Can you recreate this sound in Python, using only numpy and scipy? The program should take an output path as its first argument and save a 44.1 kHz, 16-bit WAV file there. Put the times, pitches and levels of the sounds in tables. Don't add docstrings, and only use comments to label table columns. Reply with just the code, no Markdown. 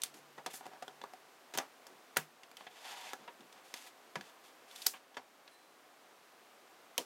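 import sys
import numpy as np
from scipy import signal
from scipy.fft import rfft, irfft, next_fast_len
from scipy.io import wavfile
from scipy.ndimage import uniform_filter1d

SR = 44100
rng = np.random.default_rng(int(sys.argv[2]) if len(sys.argv) > 2 else 0)


def generate_wav(signal):
    frames = np.transpose(np.atleast_2d(signal))
    scaled = np.clip(frames, -1, 1) * 32767
    pcm = np.round(scaled).astype(np.int16)
    wavfile.write(sys.argv[1], SR, pcm)


N = 310905
TIME = np.arange(N) / SR

# frequency in Hz, relative density in dB per Hz.
HISS_SPECTRUM = [(30, -15), (90, -12.5), (150, -12), (260, -1.5), (420, 0.5), (620, 0.5), (735, 3.5),
                 (850, -0.5), (1100, 0), (1900, -5), (2600, -7.5), (6000, -14), (12000, -19.5),
                 (16000, -24)]
HISS_DB = -61.5

# time in seconds, mean level in dB.
HUM_LEVELS = [(0, -84), (.12, -76), (.5, -77), (.8, -82), (1.0, -78), (1.15, -100)]

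# frequency in Hz, starting level in dB before flutter, t60 in seconds.
SPRING_PARTIALS = [(1790, -65, .35), (4048, -68.5, .9), (8150, -78, 1.2), (10718, -79, 1.4)]
SPRING_AT_S = 5.515

# start in seconds, level in dB before swell and decay.
FINGER_BUMPS = [(0.14, -59.5), (1.895, -59), (3.19, -59.5), (3.395, -56)]

# start in seconds, level in dB before swell and decay.
SUPPORT_BOOMS = [(1.549, -54), (1.584, -66), (2.17, -43)]

# start in seconds, length in seconds,
# level in dB before the zone levels, tilt in dB per octave about the middle zone.
SLIDES = [(0.141, 0.05, -69, 3.5), (0.5, .05, -61, 2), (0.531, 0.045, -63.5, 10),
          (0.625, 0.035, -69.5, -9.5), (0.71, 0.056, -75, -12.5), (2.569, 0.076, -65, -1.5),
          (3.183, .06, -68, -6), (3.538, 0.056, -70.5, -7), (3.64, 0.13, -68.5, 1.5), (3.755, 0.12, -60, 1),
          (4.204, 0.093, -67.5, -1.5), (4.437, 0.052, -67, 0.5), (4.676, .09, -65.5, 1),
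          (4.753, 0.118, -59, 3), (4.874, 0.046, -67, 10.5), (4.932, 0.043, -62, -5)]
RUB_ATTACK_S, RUB_RELEASE_T60_S = 0.0051, 0.14

# time in seconds, level in dB before the offset SCRAPE_DB and the zone levels.
SCRAPE_LEVELS = [(2.7, -64), (2.86, -51), (2.896, -44.5), (2.942, -51), (3.1, -50), (3.125, -55)]
SCRAPE_DB, SCRAPE_TILT_DB_PER_OCTAVE = -4, -2.5

# frequency in Hz, relative density in dB per Hz.
FRICTION_SPECTRUM = [(250, -12), (550, 0.5), (850, 8), (1300, 0), (2200, -1), (3400, -4.5), (4500, -7),
                     (7000, -9), (12000, -13), (16000, -25.5)]

# centre in Hz, level in dB.
FRICTION_ZONES = [(1200, -4), (3400, 0.5), (10500, -4.5)]

# frequency in Hz, relative level in dB.
BODY_MODES = [(262, -5.5), (413, -7), (528, -11.5), (750, 0), (810, -8.5), (950, -2.5), (1198, -13),
              (1290, -33), (1445, -9.5), (1695, -4), (1970, -10), (2620, -10.5), (2900, -20), (3160, -6),
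              (3490, -2), (4535, -6.5), (4900, -21), (6280, -3.5), (7010, -4.5), (8200, -26), (8670, -17),
              (9630, -8), (11260, -7), (13200, 6)]

# start in seconds, nominal contact length in ms (before the chatter factor),
# level in the hollow body in dB, level in the steel in dB (both before the shared colour),
# treble slope in dB per octave, pitch that this spot favours in Hz.
CONTACTS = [ (0.0183, 0.74, -88, -47, -3, 8300), (0.0351, 0.88, -57.5, -41.5, 0, 9100),
            (0.058, 2, -78, -63, 0, 4300), (0.1399, 3.8, -75, -64, -0.5, 870),
            (0.379, 5.4, -51, -61.5, -7, 1880), (0.4613, 2.2, -44, -46, -2.5, 690),
            (0.538, 1.1, -54, -59.5, -4, 240), (0.608, 1.3, -55.5, -65, -12, 816),
            (0.654, 5.3, -54.5, -63.5, -3, 745), (0.665, 0.78, -52, -63, -1.5, 740),
            (0.733, 3, -58.5, -66, -7, 744), (0.823, 3, -48.5, -56, -3.5, 686),
            (0.88, 0.62, -50, -59, -4, 3200), (1.015, 0.58, -53.5, -58.5, -7, 3800),
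            (1.0381, 0.87, -47.5, -59.5, -4, 1140), (1.1348, 1.8, -56, -65, -2, 730),
            (1.5375, 3.4, -53, -50.5, -3.5, 437), (1.5482, 5, -49, -52, -2.5, 342),
            (1.5741, 2.2, -41.5, -48, 3.5, 3170), (1.585, 1.2, -39.5, -39.5, -5, 6160),
            (1.867, 1.5, -60.5, -63.5, .5, 6000), (2.1617, 7.1, -51, -52, -2, 730),
            (2.1684, 0.66, -34, -35, -13, 1530), (2.1697, 1.2, -39, -42.5, 4.5, 1850),
            (2.433, 1.6, -64, -56.5, -7, 950), (2.514, 0.81, -61, -65.5, -1, 2290),
            (2.5689, 1.3, -66, -57, -2, 3030), (2.608, 1, -56, -59, -12, 970),
            (2.666, 3.8, -56.5, -51.5, -14.5, 740), (3.133, 0.8, -45, -51.5, -1.5, 1470),
            (3.277, 4, -52.5, -54.5, -14, 1030), (3.4065, 1, -64, -67.5, -4, 3220),
            (3.526, 1.3, -74, -63, -3, 260), (3.74, 0.93, -53.5, -47.5, -2.5, 310),
            (4.1552, 2.2, -42.5, -46.5, -6.5, 1860), (4.21, 0.83, -61, -54, -6.5, 1750),
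            (4.712, 1.6, -70, -65, -2, 3500), (4.76, 0.98, -71, -59, 0, 3500),
            (4.8182, 3.1, -75, -54, -1, 4150), (4.8638, 0.61, -57, -46, 2.5, 6200),
            (4.8663, 0.61, -45.5, -39.5, 6, 4730), (4.937, 6, -55.5, -50, -31, 1030),
            (5.143, 4.2, -69, -60.5, -8, 950), (5.168, 3.9, -43.5, -48, -7.5, 1930),
            (5.4771, 1.5, -66, -60, -8.5, 3840), (6.979, 0.52, -51.5, -39, 0.5, 2920),
            (6.9804, 1.2, -42, -59, -3, 515)]

BAND_EDGES_HZ = [130, 320, 620, 1100, 2200, 4200, 8000, 16000]

SHARED_COLOUR_DB = [-12.5, -6, -1.5, -0.5, -0.5, 2, -0.5]
BODY_HZ, STEEL_HZ = 830, 3000
SPOT_DB, SPOT_OCTAVES = 9, 0.19

TOP_HZ = 15900


def undb(db):
    return 10 ** (np.asarray(db) / 20)


def unit(x):
    return x / np.sqrt(np.mean(x ** 2) + 1e-30)


def band(x, lo_hz, hi_hz, order=3):
    sos = signal.butter(order, [lo_hz, min(hi_hz, SR / 2 - 100)], "band", fs=SR, output="sos")
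    return signal.sosfilt(sos, x)


def fade(t, t60):
    return np.exp(-np.log(1000) * t / t60)


def swell(t, rise_s):
    return 1 - np.exp(-t / rise_s)


def walk(rate):
    knots = np.arange(0, N / SR + 1, 1 / rate)
    return unit(np.interp(TIME, knots, rng.standard_normal(len(knots))))


def add(out, s, x):
    i = max(int(s * SR), 0)
    out[i:i + len(x)] += x[:len(out) - i]


def colour(x, hz, db):
    size = next_fast_len(len(x) // 2 + 2048) * 2
    freqs = np.maximum(np.arange(size // 2 + 1) * SR / size, 1)
    response_db = np.interp(np.log(freqs), np.log(hz), db)
    cepstrum = irfft(np.log(undb(response_db)))
    cepstrum[1:size // 2] *= 2
    cepstrum[size // 2 + 1:] = 0
    response = np.exp(rfft(cepstrum))
    return irfft(rfft(x, size) * response)[:len(x)]


def background(hum_hz=145, whine_db=-83, waver_db=-0.14):
    hiss = unit(colour(rng.standard_normal(N), *np.transpose(HISS_SPECTRUM)))
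    hiss = hiss * undb(HISS_DB + waver_db * walk(7.1))
    hum_db = np.interp(TIME, *np.transpose(HUM_LEVELS)) + 1.1 * walk(4.7)
    hum_phase = 2 * np.pi * np.cumsum(hum_hz + walk(18)) / SR
    hum = np.sqrt(2) * np.sin(hum_phase) * undb(hum_db)
    whine = unit(band(rng.standard_normal(N), 13470, 13730, order=1))
    return hiss + hum + undb(whine_db) * whine


def spring(flutter_db=3):
    out, t = np.zeros(N), np.arange(SR) / SR
    for hz, db, t60 in SPRING_PARTIALS:
        level = undb(db + flutter_db * walk(25)[:SR])
        add(out, SPRING_AT_S, level * np.sin(2 * np.pi * hz * t) * fade(t, t60))
    return out


def bumps(lo_hz=180, hi_hz=400, swell_s=0.0047, t60=0.31):
    out, t = np.zeros(N), np.arange(SR // 4) / SR
    for s, db in FINGER_BUMPS:
        thud = unit(band(rng.standard_normal(len(t)), lo_hz, hi_hz, order=2))
        add(out, s, undb(db) * thud * swell(t, swell_s) * fade(t, t60))
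    return out


def booms(boom_hz=154, t60=0.23, swell_s=0.0036):
    out, t = np.zeros(N), np.arange(SR // 2) / SR
    ring = np.sin(2 * np.pi * boom_hz * t) * swell(t, swell_s) * fade(t, t60)
    for s, db in SUPPORT_BOOMS:
        add(out, s, undb(db) * ring)
    return out


def camera(direct_db=18, mode_db=-1, spread_db=0):
    t = np.arange(SR // 4) / SR
    ring = np.zeros(len(t))
    places = rng.uniform(-1, 1, len(BODY_MODES))
    for (hz, db), place in zip(BODY_MODES, places):
        t60 = .085 / np.sqrt(hz / 1000)
        mode = np.cos(2 * np.pi * hz * t) * fade(t, t60)
        ring += undb(db + mode_db + spread_db * place) * mode / np.linalg.norm(mode)
    ring[0] += undb(direct_db)
    return ring


def room(low_db=-3, mid_db=-6.0, high_db=-10, build_s=0.0081):
    t = np.arange(SR // 4) / SR
    decay = fade(t, .18) * (1 - np.exp(-(t / build_s) ** 2))
    tail = 0
    for lo, hi, db in [(122, 680, low_db), (714, 2560, mid_db), (2400, 17000, high_db)]:
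        echoes = rng.standard_normal(len(t)) * decay
        tail = tail + undb(db) * band(echoes / np.linalg.norm(echoes), lo, hi, order=2)
    return tail


def stroke(start, length):
    attack = np.clip((TIME - start) / RUB_ATTACK_S, 0, 1)
    return attack * fade(np.maximum(TIME - start - length, 0), RUB_RELEASE_T60_S)


def rub_envelopes():
    slides = [(stroke(s, length) * undb(db), tilt) for s, length, db, tilt in SLIDES]
    s, scrape_db = np.transpose(SCRAPE_LEVELS)
    scrape = stroke(s[0], s[-1] - s[0]) * undb(np.interp(TIME, s, scrape_db) + SCRAPE_DB)
    return slides + [(scrape, SCRAPE_TILT_DB_PER_OCTAVE)]


def rubs(body, grain_db=2.5, uneven_db=1.5, direct_db=3):
    ridges_db = grain_db * np.minimum(rng.exponential(size=N), 4) + 0.43 * walk(500)
    slips = rng.standard_normal(N) * undb(ridges_db + uneven_db * walk(70))
    through_body = signal.fftconvolve(slips, body)[:N]
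    sound = colour(through_body + undb(direct_db) * slips, *np.transpose(FRICTION_SPECTRUM))
    slides = rub_envelopes()
    log_hz = np.log(np.maximum(np.arange(N // 2 + 1) * SR / N, 1))
    zone_hz, zone_db = np.transpose(FRICTION_ZONES)
    out = 0
    for share, hz, db in zip(np.eye(3), zone_hz, zone_db):
        zone = irfft(rfft(sound) * np.interp(log_hz, np.log(zone_hz), share), N)
        octaves = np.log2(hz / zone_hz[1])
        power = sum((envelope * undb(tilt * octaves)) ** 2 for envelope, tilt in slides)
        out = out + unit(zone) * np.sqrt(power) * undb(db)
    return out


def contact_levels(body_db, steel_db, slope_db, hz):
    octaves = np.log2(hz / STEEL_HZ)
    between = np.interp(octaves, [np.log2(BODY_HZ / STEEL_HZ), 0], [body_db, steel_db])
    return between + slope_db * np.maximum(octaves, 0) + np.array(SHARED_COLOUR_DB)


def contact_force(t, contact_ms, chatter=2.13, rise_share=0.18, near_db=-4, near_t60=0.035):
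    span = chatter * max(contact_ms, .7) / 1000
    push = swell(t, rise_share * span) * np.exp(-t / span)
    near = fade(t, near_t60) * (1 - np.exp(-(t / 0.00074) ** 2))
    push = np.hypot(push / np.linalg.norm(push), undb(near_db) * near / np.linalg.norm(near))
    return push * rng.choice([-1., 1.], len(t))


def favour(ring, spot_hz, t60=0.13):
    octaves = np.linspace(-1, 1, 17)
    peak_db = SPOT_DB * np.exp(-.5 * (octaves / SPOT_OCTAVES) ** 2)
    coloured = colour(ring, spot_hz * 2 ** octaves, peak_db)
    return ring + (coloured - ring) * fade(np.arange(len(ring)) / SR, t60)


def clicks(sub_db=-12, top_db=-2, wet_db=19, dulling=0.96):
    out = np.zeros(N)
    t = np.arange(SR // 30) / SR
    first = int(.012 * SR)
    edges = np.array(BAND_EDGES_HZ, float)
    filters = [signal.butter(3, pair, "band", fs=SR, output="sos") for pair in zip(edges, edges[1:])]
    centres = np.r_[edges[0] / 2, np.sqrt(edges[:-1] * edges[1:]), edges[-1]]
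    for s, contact_ms, body_db, steel_db, slope_db, spot_hz in CONTACTS:
        levels = contact_levels(body_db, steel_db, slope_db, centres[1:-1])
        force = contact_force(t, contact_ms)
        ring = signal.fftconvolve(force, camera(spread_db=6.0))[:SR // 4] + undb(wet_db) * room()
        soft_db = top_db + dulling * np.clip(levels[-1] - levels[-2], -10, 0)
        for low_end_db, high_end_db in [(sub_db, soft_db), (0, 0)]:
            powers = [np.mean(signal.sosfilt(f, ring[:first]) ** 2) for f in filters]
            gains = levels - 10 * np.log10(powers)
            ring = colour(ring, centres, np.r_[gains[0] + low_end_db, gains, gains[-1] + high_end_db])
        add(out, s, favour(ring, spot_hz))
    return out


def scene():
    return (background() + spring() + bumps() + booms() + rubs(camera()) + clicks())[None]


def gain_control(x, threshold_db=-27, slope=0.38, recover_db_per_s=3.5):
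    loud_db = 10 * np.log10(np.maximum(uniform_filter1d(x ** 2, size=176), 1e-12))
    recovery_db = recover_db_per_s * TIME
    held_db = np.maximum.accumulate(loud_db + recovery_db, axis=-1) - recovery_db
    excess_db = np.maximum(held_db - threshold_db, 0)
    pole = np.exp(-1 / (0.015 * SR))
    return x * undb(-slope * signal.lfilter([1 - pole], [1, -pole], excess_db))


def record(dry, low_cut_hz=122, leak_db=-22):
    low_cut = signal.butter(6, low_cut_hz, "high", fs=SR, output="sos")
    x = signal.sosfilt(low_cut, dry) + undb(leak_db) * dry
    ceiling = .3
    x = ceiling * np.tanh(gain_control(x) / ceiling)
    return signal.sosfilt(signal.ellip(10, .2, 70, TOP_HZ, fs=SR, output="sos"), x)


dry = scene()
out = record(dry)
generate_wav(out)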